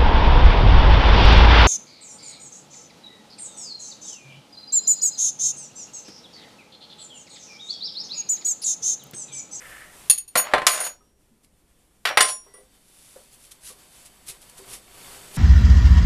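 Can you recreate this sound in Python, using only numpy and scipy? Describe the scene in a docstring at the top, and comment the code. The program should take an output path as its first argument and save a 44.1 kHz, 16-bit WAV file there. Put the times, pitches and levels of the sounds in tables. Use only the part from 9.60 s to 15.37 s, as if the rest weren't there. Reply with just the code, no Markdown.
"""Low rumble and a soft hiss of hands and cloth run throughout; a faint resonant scrape opens the scene.
A steel key clinks (decaying modes); tools clank on a lathe, rebound and slide: dull knock, bright crack.
A spanner clinks, soft bumps follow, then sleeves rub softly (noise strokes) and a screw ticks faintly.
Gain control ducks at the loud blows and creeps back, so the hiss sinks and slowly returns."""
import sys
import numpy as np
from scipy import signal
from scipy.fft import rfft, irfft
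from scipy.io import wavfile
from scipy.ndimage import uniform_filter1d

SR = 44100
rng = np.random.default_rng(int(sys.argv[2]) if len(sys.argv) > 2 else 0)


def transcribe(u):
    """Save the signal u as a 16-bit wav file named by the first command-line argument.

    u: samples, shape (n,) or (channels, n), limited to [-1, 1]; the rate is SR.
    q: integer samples, one column per channel.
    """
    v = np.clip(np.atleast_2d(u).T, -1, 1)
    q = np.round(v * 32767).astype(np.int16)
    wavfile.write(sys.argv[1], SR, q)


N = 254456
TIME = np.arange(N) / SR
RING_SIZE = 20000  # samples for which a blow is heard
RING_TIME = TIME[:RING_SIZE]

# spectrum of the machine's dull knock: f/Hz, relative density/dB
KNOCK_SPECTRUM = [(40, -36), (120, -24.5), (250, -18.5), (420, -11), (620, 0.5), (1000, -4), (1400, -0.5),
                  (2000, -2.5), (3000, -8), (4500, -15), (7000, -35.5), (14000, -35.5)]
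# spectrum of the bright steel crack: f/Hz, relative density/dB
CRACK_SPECTRUM = [(100, -29), (600, -11), (1500, -10.5), (2800, -2), (4500, 0.5), (6200, -1), (8200, 0),
                  (10200, 1), (12000, -12), (14500, -18.5)]
# spectrum of room rumble and recorder noise: f/Hz, relative density/dB
RUMBLE_SPECTRUM = [(10, -2.5), (30, -3), (50, -1.5), (100, -11.5), (220, -10), (400, -15), (1000, -30),
                   (4000, -56)]
# spells in which the screw turns: start/s, end/s, tick rate/(1/s), mean tick level/dB
SCREW_TURNS = [(5.045, 5.15, 30, -47), (5.277, 5.76, 29.8, -50)]


def amp(db):
    """Decibels to gain."""
    return 10 ** (np.asarray(db) / 20)


def unit(x):
    """Scales to an rms of 1."""
    return x / np.sqrt(np.mean(x ** 2) + 1e-20)


def read(points, hz):
    """Interpolates a table on a log-frequency axis."""
    f, value = np.transpose(points)
    return np.interp(np.log(hz + 1), np.log(f + 1), value)


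def add(mix, s, sound):
    """Mixes a sound in at time s."""
    part = mix[max(round(s * SR), 0):][:len(sound)]
    part += sound[:len(part)]


def fade(t, t60):
    """Free exponential decay: -60 dB at t60."""
    return np.exp(-np.log(1000) * t / t60)


def stroke(start, end, rise_s, t60):
    """Envelope that rises, holds until the end and dies away."""
    return np.clip((TIME - start) / rise_s, 0, 1) * fade(np.maximum(TIME - end, 0), t60)


def since(chatter_s):
    """Time spent decaying: nothing dies away while steel still chatters on steel."""
    return np.maximum(RING_TIME - chatter_s, 0)


def noise(spectrum, size, tilt_db_per_octave=0):
    """Noise of rms 1 with the given spectrum, tilted over frequency."""
    hz = np.fft.rfftfreq(size, 1 / SR)
    gain = amp(read(spectrum, hz) + tilt_db_per_octave * np.log2(hz + 20))
    return unit(irfft(rfft(rng.standard_normal(size)) * gain, size))


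def grain(depth_db, per_s):
    """Random gain, rms 1, of surfaces catching and letting go."""
    knots = rng.standard_normal(N)
    return unit(amp(depth_db * np.interp(TIME * per_s, np.arange(N), knots)))


def resonant(x, modes):
    """Passes x through a few resonances; rms 1."""
    hz = np.fft.rfftfreq(N, 1 / SR)
    body = sum(amp(db) / np.sqrt(width) / (1 + (2 * (hz - f) / width) ** 2) for f, width, db in modes)
    return unit(irfft(rfft(x) * body, N))


def ring(hz, db, t60, age):
    """Dying modes; each blow shares its energy among them a little differently."""
    gain = amp(db + 1.5 * rng.standard_normal(len(hz)))
    phase_turns = rng.random((len(hz), 1))
    waves = np.sin(2 * np.pi * (hz[:, None] * RING_TIME + phase_turns))
    return np.sqrt(2) * gain @ (waves * fade(age, t60[:, None])) / np.linalg.norm(gain)


def background(rumble_db=-63.5):
    """Low rumble of the room: steady shaped noise."""
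    return amp(rumble_db) * noise(RUMBLE_SPECTRUM, N)


def hands(hiss_db=-50, steel_db=-10, touch_s=2.7, turning_db=-3):
    """Hiss of hands and cloth; it gains a metallic edge at the chuck and swells while the screw turns."""
    # f/Hz, relative density/dB
    hiss_spectrum = [(100, 4), (350, 1.5), (700, 3), (1500, -0.5), (3000, -1), (4200, -3.5), (6000, -4),
                     (9000, 0.5), (11000, -1), (13000, -6), (14500, -6)]
    # narrow resonances of rubbed steel: f/Hz, width/Hz, relative level/dB
    steel_modes = [(2120, 110, -6), (3070, 67, -1.5), (3580, 160, 3), (4420, 41, -4), (4580, 150, 3),
                   (4970, 160, -5), (7940, 80, 6), (10700, 1100, -4.5), (11060, 240, -9)]
    on_steel = np.clip((TIME - touch_s) / .2, 0, 1)
    steel = resonant(rng.standard_normal(N), steel_modes)
    hiss = noise(hiss_spectrum, N) + amp(steel_db) * on_steel * steel
    turning = sum(stroke(start, end, rise_s=0.25, t60=0.064) for start, end, _, _ in SCREW_TURNS)
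    return amp(hiss_db) * (1 + amp(turning_db) * turning) * hiss * grain(depth_db=1.8, per_s=20)


def scrape(level_db=-46, end_s=.23):
    """Light friction sings in a few resonances."""
    # f/Hz, width/Hz, relative level/dB
    scrape_modes = [(580, 160, -11.5), (1312, 140, -8), (1750, 80, -7.5), (1845, 120, -3.5),
                    (1946, 800, .5), (2960, 400, -10.5), (3535, 36, -17), (8050, 200, -16)]
    friction = rng.standard_normal(N) * grain(depth_db=2.5, per_s=142.3)
    return amp(level_db) * stroke(0, end_s, rise_s=0.011, t60=.5) * resonant(friction, scrape_modes)


def rubs():
    """Hand and sleeve strokes of fine, slightly grainy friction that swell and fade evenly."""
    # f/Hz, relative density/dB
    rub_spectrum = [(100, -1), (500, -22), (1200, -11.5), (2500, -4), (4200, -2), (6000, -2), (8000, 0),
                    (10000, 4.5), (12000, -2.5), (14500, -15.5)]
    # peak t/s, peak level/dB, half length to 1/e power/s
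    rub_strokes = [(1.845, -40, 0.0073), (3.46, -44, 0.15), (3.739, -42, 0.016), (3.842, -44, .035),
                   (3.92, -35.5, .006), (4.079, -33.5, .031), (4.37, -49.5, 0.066), (4.464, -40, 0.0084),
                   (4.694, -32, 0.016), (4.825, -47, 0.011), (4.898, -42.5, 0.0037), (4.986, -42, 0.0087),
                   (5.129, -38, 0.029), (5.765, -39, 0.018)]
    power = sum(amp(db) ** 2 * np.exp(-((TIME - s) / half_s) ** 2) for s, db, half_s in rub_strokes)
    return np.sqrt(power) * noise(rub_spectrum, N) * grain(depth_db=2.5, per_s=590)


def screw(tick_t60=0.06):
    """The turning screw slips in small, evenly timed steps of uneven strength that ring resonances."""
    # f/Hz, width/Hz, relative level/dB
    screw_modes = [(235, 29, -21), (392, 19, 5), (714, 49, -2), (1100, 330, -4), (2420, 2400, 6)]
    pushes = np.zeros(N)
    for start, end, per_s, db in SCREW_TURNS:
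        sizes = amp(db + 2 * rng.standard_normal(size=64))
        for s, size in zip(np.arange(start, end, 1 / per_s), sizes):
            add(pushes, s, size * fade(RING_TIME, tick_t60))
    return pushes * resonant(rng.standard_normal(N), screw_modes)


def bumps(thud_t60=0.17, rise_s=0.0011):
    """A hand meets the machine: one damped note over a dull thud."""
    # f/Hz, relative density/dB
    thud_spectrum = [(100, -22), (250, -6), (420, 15), (700, 3.5), (1100, 2.5), (2200, -12), (5000, -39),
                     (14000, -50)]
    # t/s, note level/dB, f/Hz, note t60/s, thud level/dB
    bump_events = [(1.406, -39.5, 1254, 0.083, -42), (1.714, -37.5, 225, 0.18, -53),
                   (2.864, -47, 394, 0.18, -38), (2.88, -52, 1970, 0.49, -54),
                   (2.941, -47, 1976, 0.4, -37.5), (2.979, -42, 514, 0.22, -40),
                   (3.559, -33.5, 537, 0.089, -38.5), (4.1, -41, 1140, 0.05, -44),
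                   (4.689, -49, 379, .18, -50), (4.992, -44.5, 384, 0.18, -47)]
    out = np.zeros(N)
    for s, note_db, hz, t60, thud_db in bump_events:
        note = amp(note_db) * np.sqrt(2) * np.sin(2 * np.pi * hz * RING_TIME) * fade(RING_TIME, t60)
        thud = amp(thud_db) * noise(thud_spectrum, RING_SIZE) * fade(RING_TIME, thud_t60)
        add(out, s, (note + thud) * (1 - np.exp(-RING_TIME / rise_s)))
    return out


def slide(slowing_db_per_s=45, hardness_db_per_octave=-1.0):
    """Gritty contact keeps the machine sounding between the blows, weakening as the tool slows."""
    # steel sliding on the machine: start/s, end/s, initial knock level/dB, initial steel level/dB
    slide_events = [(.83, 1.06, -25.5, -44), (1.115, 1.272, -9.5, -11), (2.484, 2.524, -13.5, -39),
                    (2.656, 2.695, -24, -17)]
    knock = noise(KNOCK_SPECTRUM, N, hardness_db_per_octave)
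    steel = noise(CRACK_SPECTRUM, N)
    out = np.zeros(N)
    for start, end, knock_db, steel_db in slide_events:
        slowing = amp(-slowing_db_per_s * np.maximum(TIME - start, 0))
        contact = stroke(start, end, rise_s=.02, t60=.12) * slowing
        out += contact * (amp(knock_db) * knock + amp(steel_db) * steel)
    return out * grain(depth_db=3.5, per_s=250)


def tool(modes, place, length, age):
    """The place struck sets the balance of a tool's modes; a gripping hand shortens the ring."""
    hz, *levels, t60 = np.transpose(modes)
    db = np.array([np.interp(place, np.arange(len(row)), row) for row in np.transpose(levels)])
    return ring(hz, db, t60 * length, age)


def clinks(rows, modes, crack_db, crack_t60, caught_s, caught_t60=.14, rise_s=.0005,
           rough=.4, rough_per_s=700, rough_t60=.015):
    """A tool rings, roughly while it chatters, with a light crack; a hand catches it and stops the ring."""
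    out = np.zeros(N)
    for s, db, place, length, chatter_s in rows:
        age = since(chatter_s)
        jolts = np.interp(RING_TIME * rough_per_s, np.arange(RING_SIZE), rng.standard_normal(RING_SIZE))
        roughness = 1 + rough * jolts * fade(age, rough_t60)
        held = fade(np.maximum(s + RING_TIME - caught_s, 0), caught_t60) if s < caught_s else 1
        rings = tool(modes, place, length, age) * roughness * held
        crack = amp(crack_db) * noise(CRACK_SPECTRUM, RING_SIZE) * fade(age, crack_t60)
        add(out, s, amp(db) * (rings + crack) * (1 - np.exp(-RING_TIME / rise_s)))
    return out


def spanner_clinks():
    """The spanner's bending steel rings in its own modes."""
    # f/Hz, relative level/dB struck at place 0, 1 and 2, t60 before the length factor/s
    spanner_modes = [(2783, -28, -24, -25, .34), (3420, -28, -24, -25, .3), (5632, -19, 0, -8, .56),
                     (6988, -26, -22, -11, .36), (7957, -30, -28, -22, .3), (9180, -22, -26, -24, .18),
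                     (9478, 0, -10, -5, .4), (10218, -24, -28, 0, .32), (11350, -32, -35, -22, .3),
                     (13250, -36, -38, -26, .35), (14140, -25, -32, -24, .3)]
    # t/s, level/dB, place struck (0-2, more counts as 2), ring length factor, chatter/s
    spanner_events = [(1.27, -39, 0.72, 1.26, 0), (2.467, -28.5, 0.87, .9, .003),
                      (2.5721, -5.5, 0.33, .58, 0), (2.607, -11.5, 0.48, 0.87, 0.005),
                      (2.621, 2, .03, 0.32, 0.0053), (2.683, -16.5, 2.6, 0.57, 0.043),
                      (2.938, -31.5, 0, 0.53, 0.003)]
    return clinks(spanner_events, spanner_modes, crack_db=-13.5, crack_t60=0.089, caught_s=2.3)


def key_clinks():
    """The chuck key's steel rings in its own modes."""
    # f/Hz, relative level/dB struck at tip, middle and far end, t60 before the length factor/s
    key_modes = [(2665, -25, -21, -24, .22), (4385, -17, -8, -14, .3), (5561, -34, -15, -28, .32),
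                 (6648, -12, -22, -24, .14), (6772, -7, -7, 0, .3), (9200, -13, -24, -24, .16),
                 (9482, -5, -13, -18, .18), (9540, -1, 0, -10, .24), (9979, -9, -20, -24, .14),
                 (10072, -1, -13, -16, .16), (10260, -8, -20, -22, .16), (10507, -22, -18, -7, .36),
                 (11460, -24, -30, -30, .18), (11805, -23, -28, -30, .18), (12288, -14, -16, -16, .22),
                 (12417, -15, -9, -6, .24), (13662, -32, -15, -11, .24), (14150, -21, -30, -30, .18)]
    # t/s, level/dB, place struck (0 tip, 1 middle, 2 or more far end), ring length factor, chatter/s
    key_events = [(.498, 5, 0.1, 0.037, 0.016), (.519, -17.5, 0, 0.24, .004), (.5775, -14, 0.2, 0.19, 0.01),
                  (.678, -30.5, 1.1, 0.15, 0.012), (.756, -14.5, 0.65, 0.44, .002),
                  (.772, -6, 1.24, 0.44, 0.017), (1.067, 0, 3.3, 0.61, 0.0075), (1.098, -1, 0.081, 0.34, 0),
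                  (1.115, -1.5, 1.39, .9, 0), (1.203, -1.5, .15, 0.66, 0), (1.243, -10, 1.57, 0.67, 0.015)]
    return clinks(key_events, key_modes, crack_db=-15, crack_t60=0.021, caught_s=1.33)


def clanks(knock_t60=0.071, crack_t60=0.061, rise_s=0.00099, front_db=-1, front_t60=0.036,
           modes_db=-11, rebound_shrink=.85, rebound_loss_db=-4.5):
    """Each blow knocks the machine's dense modes and cracks brightly, then rebounds twice."""
    # clear modes of chuck, bed and sheet-metal tray: f/Hz, relative level/dB, t60/s
    machine_modes = [(440, -10, .14), (600, -6, .14), (840, -5, .15), (1043, 0, .22), (1220, -1, .14),
                     (1319, 0, .16), (1540, -4, .14), (1809, -1, .15), (1873, -1, .15), (1981, -6, .16),
                     (2519, -7, .15), (2917, -7, .16), (3500, -10, .16), (4214, -10, .16)]
    # heavy tool blows: t/s, knock level/dB, hardness as knock tilt/(dB/octave), crack level/dB,
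    # chatter/s, time to first rebound/s, first rebound relative level/dB
    clank_events = [(0.7543, -8.5, -2, -14.5, 0.0094, .02, -9), (0.936, 0.5, -3, -19, 0, 0.044, -12.5),
                    (1.067, 9.5, 4.5, 12, 0.0019, 0.022, -17.5), (2.4524, -4, 4, -16.5, 0.0062, .018, -6.5),
                    (2.5723, 7.5, 3, -9, 0.00048, .03, -14.5), (2.606, -1.5, 1, 2, 0.0052, 0.045, -19.5)]
    out = np.zeros(N)
    # the first contact is the hardest
    front = (1 + amp(front_db) * fade(RING_TIME, front_t60)) * (1 - np.exp(-RING_TIME / rise_s))
    for s, knock_db, hardness, crack_db, chatter_s, gap_s, rebound_db in clank_events:
        age = since(chatter_s)
        # the second rebound comes sooner and weaker than the first
        second = (gap_s * (1 + rebound_shrink), rebound_db + rebound_loss_db)
        for delay_s, db in [(0, 0), (gap_s, rebound_db), second]:
            dense = noise(KNOCK_SPECTRUM, RING_SIZE, hardness) * fade(age, knock_t60)
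            knock = dense + amp(modes_db) * ring(*np.transpose(machine_modes), age)
            crack = noise(CRACK_SPECTRUM, RING_SIZE) * fade(age, crack_t60)
            add(out, s + delay_s, amp(db) * front * (amp(knock_db) * knock + amp(crack_db) * crack))
    return out


def workshop(x, first_s=.005, taps_per_s=3000):
    """Sparse reflections from close walls and shelves; the treble dies first."""
    # f/Hz, t60/s
    room_t60 = [(100, .3), (500, .27), (2000, .21), (6000, .17), (14000, .13)]
    present = rng.random(RING_SIZE) < taps_per_s / SR
    taps = rng.choice([-1., 1.], RING_SIZE) * present * (RING_TIME > first_s)
    hz, t, z = signal.stft(taps, SR, nperseg=256)
    tail = signal.istft(z * fade(t, read(room_t60, hz)[:, None]), SR, nperseg=256)[1]
    return signal.fftconvolve(x, tail / np.linalg.norm(tail))[:N]


def scene(room_db=-9):
    """Tools and machine in the room, with the soft sounds of handling."""
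    handling = hands() + scrape() + rubs() + screw() + bumps()
    direct = handling + slide() + spanner_clinks() + key_clinks() + clanks()
    return (direct + amp(room_db) * workshop(direct) + background())[None]


def gain_control(x, limit_db=-6, recover_db_per_s=5):
    """Turns the gain down at once when the power passes the limit, and lets it creep back."""
    power_db = 10 * np.log10(abs(uniform_filter1d((x ** 2).mean(0), size=220)) + 1e-12)
    recovered_db = recover_db_per_s * TIME
    excess_db = np.maximum(power_db - limit_db, 0)
    cut_db = np.maximum.accumulate(excess_db + recovered_db) - recovered_db
    return x * amp(-uniform_filter1d(cut_db, size=60))


def record(dry, self_noise_db=-64, ceiling=.97, edge_hz=14280):
    """Gain control, the recorder's own low noise and soft overload; then the band limit."""
    held = gain_control(dry) + amp(self_noise_db) * noise(RUMBLE_SPECTRUM, N)
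    fine = signal.resample_poly(held, 2, 1, axis=1)  # oversampled against aliasing
    squeezed = signal.resample_poly(ceiling * np.tanh(fine / ceiling), 1, 2, axis=1)
    low_pass = signal.firwin(301, edge_hz, window=("kaiser", 9), fs=SR)
    return signal.oaconvolve(squeezed, low_pass[None], "same", axes=1)


dry = scene()
out = record(dry)
transcribe(out)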